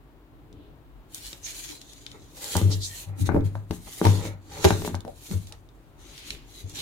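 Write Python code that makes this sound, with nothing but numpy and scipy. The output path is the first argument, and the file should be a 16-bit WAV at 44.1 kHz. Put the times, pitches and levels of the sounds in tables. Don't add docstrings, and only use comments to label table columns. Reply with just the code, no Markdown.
import sys
import numpy as np
from scipy import signal
from scipy.fft import rfft, irfft, next_fast_len
from scipy.io import wavfile
from scipy.ndimage import uniform_filter1d, map_coordinates

SR = 44100
rng = np.random.default_rng(int(sys.argv[2]) if len(sys.argv) > 2 else 0)


def file_out(sig):
    cols = np.atleast_2d(sig).T
    lim = np.clip(cols, -1, 1)
    pcm = np.round(lim * 32767).astype(np.int16)
    wavfile.write(sys.argv[1], SR, pcm)


N = 300321


def amp(db):
    return 10 ** (np.asarray(db) / 20)


def unit(x):
    return x / np.sqrt(np.mean(x ** 2) + 1e-20)


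def along(points, hz):
    f, v = np.transpose(points)
    return np.interp(np.log(hz + 1), np.log(f + 1), v)


def bump(hz, centre_hz, octaves):
    return np.exp(-.5 * (np.log2((hz + 1) / centre_hz) / octaves) ** 2)


def wobble(rate):
    return map_coordinates(rng.standard_normal(int(N * rate / SR) + 4), [np.arange(N) * rate / SR])


def filtered(x, response):
    n = x.shape[-1]
    m = next_fast_len(n + 8192)
    return irfft(rfft(x, m) * response(np.fft.rfftfreq(m, 1 / SR)), m)[..., :n]


def band(x, edges_hz, order):
    y = signal.sosfilt(signal.butter(order, edges_hz, "band", fs=SR, output="sos"), x)
    return y / np.abs(y.mean(0)).max()


def noise(n):
    return rng.standard_normal((2, n))


def spread(pair):
    # (frequency [Hz], left-right correlation [ratio])
    likeness = [(30, 0.15), (80, 0.87), (300, 0.89), (700, 0.59), (1400, 0.15), (3000, 0.01), (12000, 0.24)]
    turn = lambda hz: np.arccos(along(likeness, hz)) / 2
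    mid, side = filtered(pair, lambda hz: np.array([np.cos(turn(hz)), np.sin(turn(hz))]))
    return np.array([mid + side, mid - side])


def panned(x, lean_db):
    gains = np.array([amp(lean_db / 2), amp(-lean_db / 2)]).reshape(2, -1)
    return x * gains / np.sqrt(np.mean(gains ** 2, axis=0))


def add(track, s, x):
    start = max(round(s * SR), 0)
    track[:, start:start + x.shape[1]] += x[:, :max(N - start, 0)]


def rush(spectrum, grain_db, grain_rate):
    grains = noise(N) * amp(grain_db * wobble(grain_rate))
    return unit(filtered(spread(grains), lambda hz: amp(along(spectrum, hz))))


def patchy(x, depth_db):
    spectra = signal.stft(x, nperseg=1024)[2]
    drift = uniform_filter1d(rng.standard_normal(spectra.shape[1:]), size=6, axis=0)
    drift = unit(uniform_filter1d(drift, size=8, axis=1))
    return unit(signal.istft(spectra * amp(depth_db * drift), nperseg=1024)[1][:, :N])


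def swells(s, rise, fall, db):
    shape = 1.52
    t = np.arange(0, N, 64) / SR
    lag = t[:, None] - s
    from_peak = np.abs(lag) / np.maximum(np.where(lag < 0, rise, fall), .004)
    power = np.sum((amp(db) * np.exp(-from_peak ** shape)) ** 2, axis=1)
    return np.interp(np.arange(N) / SR, t, np.sqrt(power))


def slides(rows, rise_share=0.43):
    s, length, db = np.transpose(rows)
    return swells(s, rise_share * length, (1 - rise_share) * length, db)


def room_rumble():
    # (frequency [Hz], level [dB])
    colour = [(15, -20.5), (30, -17.5), (47, 4.5), (70, -12.5), (140, -9), (190, -22), (290, -11.5),
              (500, -23.5), (900, -24.5), (2000, -35), (3800, -40), (5500, -49), (9000, -50.5),
              (15900, -45)]
    return amp(-51) * panned(rush(colour, grain_db=0.5, grain_rate=6.8), lean_db=2.5)


def weight_shifts():
    # (peak time [s], length [s], level [dB])
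    shifts = [(.6, 0.3, -49.5), (2.12, 0.32, -54), (2.65, 0.17, -32), (3.35, 0.11, -23.5), (3.74, .07, -49),
              (4.13, 0.12, -27), (4.74, 0.35, -35), (5.335, 0.058, -33), (6.33, 0.11, -48.5),
              (6.76, 0.43, -49)]
    # (frequency [Hz], level [dB])
    colour = [(70, -10.5), (110, -2), (170, -8), (235, -17), (295, -5), (350, -12.5), (415, -8.5),
              (480, -18.5), (650, -24.5), (1000, -57.5)]
    murmur = rush(colour, grain_db=1.5, grain_rate=35)
    return slides(shifts) * panned(murmur, lean_db=2.5)


def fitting_ticks():
    # (time [s], peak level [dB], centre [Hz], left lean [dB])
    ticks = [(0.5276, -42.5, 4300, -4), (1.1463, -19, 7600, 2), (1.181, -29, 5960, 0),
             (1.33, -25, 3670, -3), (1.8153, -28.5, 4950, 3), (1.9332, -32, 5100, 6),
             (2.0644, -24.5, 3300, 2), (2.116, -33, 3740, 3), (2.443, -20, 7200, 14),
             (2.5674, -9, 6500, -8.5), (3.4073, -38, 2800, -10), (4.952, -24, 4570, -1),
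             (5.006, -31.5, 5330, -4), (5.471, -33.5, 5530, -3), (5.5234, -26, 4600, -0.5),
             (5.689, -47, 3570, 2), (6.179, -28, 3540, -1), (6.305, -15.5, 3400, -1.5),
             (6.3493, -35, 2370, -1.5), (6.6963, -29.5, 6200, -1)]
    out, t = np.zeros((2, N)), np.arange(SR // 10) / SR
    ring = lambda f: 1 + 1.4 / (1 + 1j * (f - 3600) / 110)
    envelope = amp(-60 * t / 0.013) + 0.17 * amp(-60 * t / 0.041)
    for s, db, hz, lean_db in ticks:
        snap = filtered(noise(len(t)) * envelope, lambda f: bump(f, hz, octaves=0.76) * ring(f))
        add(out, s, amp(db) * panned(snap / np.abs(snap).max(), lean_db))
    return out


def rustles_and_rings():
    # (peak time [s], length [s], centre [Hz], width [octaves], level [dB])
    accents = [(0.629, 0.16, 3150, 0.34, -67), (1.452, 0.03, 6300, 0.14, -35.5),
               (1.709, 0.05, 310, 0.17, -46.5), (2.729, 0.038, 4950, 0.48, -31.5),
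               (2.84, 0.055, 4240, 0.24, -34.5), (2.856, 0.072, 6400, 0.38, -34.5),
               (2.926, 0.067, 1860, 0.044, -51), (3.217, 0.044, 258, 0.25, -29.5),
               (3.365, 0.023, 500, 0.47, -22.5), (4.023, 0.016, 330, .2, -25),
               (4.06, 0.025, 856, 0.2, -21.5), (4.66, 0.022, 375, 0.17, -10.5),
               (5.083, 0.028, 560, 0.31, -34), (5.317, 0.019, 186, 0.083, -25),
               (6.256, 0.31, 2960, 0.62, -49.5), (6.8, 0.062, 3400, 0.37, -38.5)]
    out, t = np.zeros((2, N)), np.arange(SR // 2) / SR
    for s, length, hz, octaves, db in accents:
        noise_band = unit(filtered(noise(len(t)), lambda f: bump(f, hz, octaves)))
        swell = np.exp(-(2 * (t - t.mean()) / length) ** 2)
        add(out, s - t.mean(), amp(db) * noise_band * swell)
    return out


def suede_strokes():
    # (peak time [s], rise [s], fall [s], hiss [dB], sheen offset before its lift [dB], left lean [dB])
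    strokes = [ (1.155, 0.029, 0.13, -47, -3, -1), (1.27, 0.039, 0.067, -41.5, -6, -1.5),
               (1.465, 0.024, 0.17, -41.5, -8.5, -3.5), (1.6, 0.13, 0.12, -44.5, -4, 2),
               (1.7, 0.073, 0.045, -43, -11, 0), (1.9, 0.36, 0.43, -55, -10, -0.5),
               (2.446, 0.069, 0.12, -39.5, -3.5, -1.5), (2.54, 0.054, 0.087, -35.5, -4.5, -2.5),
               (2.73, 0.046, 0.075, -46, -2.5, -4.5), (2.854, 0.038, 0.077, -46.5, -2, -1),
               (2.983, 0.09, 0.063, -44, -2.5, -2), (3.215, 0.024, 0.023, -43.5, 0, -3.5),
               (3.268, 0.014, 0.012, -36.5, -8.5, -2), (3.45, 0.008, 0.036, -49.5, -6.5, -0.5),
               (3.54, 0.043, 0.072, -63.5, -3, -0.5), (3.745, 0.035, 0.042, -54, 0.5, 0),
               (3.891, 0.034, 0.11, -49.5, -14, -3.5), (3.98, 0.11, 0.095, -46, 1.5, -2),
               (4.065, 0.055, 0.12, -38, -7.5, -2), (4.25, 0.074, 0.043, -41.5, -8, -2),
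               (4.59, 0.082, 0.11, -44, -9, 0), (4.655, 0.05, 0.11, -34.5, -9.5, -2.5),
               (4.85, 0.099, 0.069, -42, -4.5, -1), (5.1, 0.045, 0.05, -61.5, -1.5, -1),
               (5.29, 0.075, 0.079, -44.5, -2.5, -1.5), (5.44, 0.11, 0.12, -59.5, -3, -1.5),
               (5.8, 0.13, 0.29, -74.5, -3.5, -3), (6.08, 0.063, .07, -52, -9.5, 2.5),
               (6.18, 0.053, 0.028, -49, -7.5, 2.5), (6.3, 0.058, 0.056, -43.5, -7, 0.5),
               (6.61, .11, 0.029, -49.5, -6.5, 0), (6.8, 0.067, 0.066, -37, -10, -1.5)]
    # (frequency [Hz], level [dB])
    hiss_colour = [(900, -24), (1700, -9), (2400, -5.5), (3500, -1.5), (4200, 1), (5000, -6.5), (6800, 0),
                   (8300, -12), (10000, -12), (13000, -34)]
    # (frequency [Hz], level [dB])
    sheen_colour = [(5000, -19.5), (8500, -8.5), (9950, -8), (10800, -8), (15100, -15.5), (15900, -19.5)]
    sheen_lift_db = 3
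    s, rise, fall, hiss_db, sheen_db, lean_db = np.transpose(strokes)
    stroked = lambda db: np.array([swells(s, rise, fall, db + side * lean_db / 2) for side in (1, -1)])
    hiss = patchy(rush(hiss_colour, grain_db=2.5, grain_rate=1200), depth_db=3.0)
    sheen = patchy(rush(sheen_colour, grain_db=2.0, grain_rate=1300), depth_db=2.3)
    sheen *= stroked(hiss_db + sheen_db + sheen_lift_db)
    return stroked(hiss_db) * hiss + panned(sheen, lean_db=4)


def box_walls(hz):
    # (frequency [Hz], bandwidth [Hz], level [dB])
    modes = [(179, 26, 10), (233.2, 33, 7), (296.4, 27, -2), (329, 48, 4), (423.5, 52, 5), (532, 81, 10),
             (668, 36, -1.5), (798, 23, 3.5), (873, 22, 1), (1140, 13, -13.5), (1298, 36, -9),
             (1414, 75, 0.5), (1524, 78, -6.5), (1880, 70, -21), (2120, 24, 2.5)]
    direct = 0.35 / (1 + 1j * hz / 1500)
    return direct + sum(amp(db) * 1j * hz * width / (centre ** 2 - hz ** 2 + 1j * hz * width)
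                        for centre, width, db in modes)


def box_knocks():
    # (time [s], slap peak [dB], hollow re slap [dB], crack re slap [dB], left lean [dB])
    knocks = [(1.33, -46, 9, 7, 7), (2.554, -14, -5.5, -26, 1), (2.565, -21.5, 6, -17, 7),
              (2.615, -29.5, 12, 0, 2), (2.711, -34, 5, -12, 3), (3.2912, -10, -2, -29, 14),
              (3.32, -22.5, -1, -23, -5), (3.346, -21, 5, -22, 1), (3.3645, -21.5, 10.5, -40, -10),
              (3.5538, -23.5, -7, -18, 0.5), (3.709, -22, 5, -5, 6), (4.0152, -15, 7, -30, 3),
              (4.044, -22, 2, -3, -2), (4.052, -16, 7, 3.5, 0), (4.068, -16, 6.5, -1, 6),
              (4.253, -28.5, 7.5, -1, 1), (4.644, -14.5, -1, 7.5, 0), (4.649, -4, -4, -2.5, -1),
              (4.655, -12, -4, -10, 8), (4.706, -8.5, -1, -6.5, 3.5), (4.82, -26.5, -1, -8, 3),
              (4.849, -22, 1.5, -4, 6), (4.877, -20, 0, -21, 1.5), (4.945, -19.5, -3.5, -13, 2),
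              (5.05, -29.5, 2, -9.5, 4), (5.079, -34.5, -20, -5, -4), (5.312, -37.5, 7.5, 6.5, -2)]
    # (frequency [Hz], level [dB])
    crack_colour = [(1060, -32), (1800, -3), (2970, -9), (3660, -5), (7260, -16), (8170, -20), (10400, -14),
                    (15900, -27)]
    hard_hz, softest_hz, chatter_t60_s = 2500, 900, 0.064
    out, t = np.zeros((2, N)), np.arange(SR // 3) / SR
    push = 7 * np.exp(-t / .00012)
    dulled = lambda x, cutoff: filtered(x, lambda hz: 1 / (1 + (hz / cutoff) ** 6))
    for s, db, hollow_db, crack_db, lean_db in knocks:
        contact_hz = max(hard_hz * 2 ** (db / 22 - hollow_db / 30), softest_hz)
        chatter = spread(noise(len(t))) * amp(-60 * t / chatter_t60_s)
        walls = filtered(chatter + push, box_walls)
        slap = band(dulled(walls, contact_hz), [520, 1900], order=2)
        hollow = amp(hollow_db) * band(dulled(walls, 520), [250, 480], order=1)
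        edge = noise(len(t)) * (amp(-60 * t / 0.022) + 0.053 * amp(-60 * t / .07))
        edge = filtered(edge, lambda hz: amp(along(crack_colour, hz)))
        crack = amp(crack_db) * edge / np.abs(edge).max()
        add(out, s, amp(db) * panned(slap + hollow + crack, lean_db))
    return out


def bag_scrapes():
    # (peak time [s], length [s], level [dB])
    scrapes = [(1.34, 0.032, -50.5), (1.725, .04, -55), (2.15, 0.06, -49), (2.44, 0.14, -44.5),
               (2.575, 0.068, -38.5), (2.715, 0.039, -44.5), (3.12, 0.23, -54.5), (3.32, 0.24, -45.5),
               (3.878, 0.023, -42.5), (4.08, 0.11, -34), (4.235, 0.12, -37), (4.58, 0.16, -41),
               (4.71, .1, -40), (4.86, .14, -48.5), (5.33, 0.037, -46), (5.528, 0.034, -48),
               (6.1, 0.23, -57.5), (6.31, 0.092, -53.5), (6.785, 0.15, -54.5)]
    # (frequency [Hz], level [dB])
    colour = [(290, -8.5), (500, 0), (585, -1.5), (708, -18), (797, -0.5), (1170, -10.5), (1360, -8),
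              (1580, -16), (2020, -11), (2400, -12.5), (3120, -39), (5280, -120)]
    return slides(scrapes) * patchy(rush(colour, grain_db=1.5, grain_rate=250), depth_db=3.0)


def panel_booms():
    # (start [s], peak level [dB], swell time [s])
    booms = [(2.555, -18, 0.013), (2.615, -15, 0.038), (2.737, -32, 0.035), (3.054, -32, 0.048),
             (3.202, -17.5, 0.025), (3.278, -19.5, 0.013), (3.356, -24, 0.025), (3.428, -20.5, 0.025),
             (3.53, -31, 0.058), (3.704, -20.5, 0.0044), (4.042, -12.5, 0.038), (4.188, -35.5, 0.078),
             (4.646, -14, 0.012), (4.707, -18.5, 0.024), (4.913, -29, 0.037), (5.335, -22, 0.023),
             (5.433, -36.5, 0.006), (6.628, -33.5, 0.022)]
    panel_hz, pitch_scatter = 98.04, 0.034
    out, t = np.zeros((2, N)), np.arange(SR // 2) / SR
    for s, db, swell_s in booms:
        hz = panel_hz * (1 + pitch_scatter * rng.standard_normal())
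        panel = np.sin(2 * np.pi * hz * t + np.array([[.3], [-.3]]))
        rock = unit(filtered(spread(noise(len(t))), lambda f: bump(f, centre_hz=54, octaves=0.19)))
        flex = unit(filtered(spread(noise(len(t))), lambda f: bump(f, centre_hz=138.2, octaves=0.29)))
        sway = panel + amp(-17) * rock + amp(-15) * flex
        age = t / max(swell_s, .005)
        heave = age * np.exp((1 - age ** 2) / 2)
        add(out, s, amp(db) * panned(sway * heave, lean_db=5.0))
    return out


def room_echo(x):
    # (frequency [Hz], time to fall 60 dB [s])
    decay = [(100, 0.64), (400, 0.17), (1500, 0.33), (5000, 0.11), (14000, 0.081)]
    hz, t, spectra = signal.stft(noise(SR * 3 // 4), SR, nperseg=256)
    spectra *= amp(-60 * t / along(decay, hz)[:, None])
    tail = spread(signal.istft(spectra, SR, nperseg=256)[1])
    delayed = np.pad(x, ((0, 0), (SR // 200, 0)))
    return signal.fftconvolve(delayed, tail / np.linalg.norm(tail[0]), axes=1)[:, :N]


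def scene():
    tremble = amp(1.7 * wobble(rate=45))
    rubbing = tremble * (suede_strokes() + bag_scrapes())
    near = rubbing + rustles_and_rings() + fitting_ticks() + box_knocks() + panel_booms()
    near += weight_shifts()
    return near + room_rumble() + amp(-10.5) * room_echo(near)


def record(dry):
    left_lead_s, ceiling, top_hz = .00015, 0.8, 15900
    rounded = dry / (1 + (dry / ceiling) ** 4) ** .25
    arrival = lambda hz: np.exp(1j * np.pi * left_lead_s * np.array([hz, -hz]))
    return filtered(rounded, lambda hz: (hz < top_hz) * arrival(hz))


dry = scene()
out = record(dry)
file_out(out)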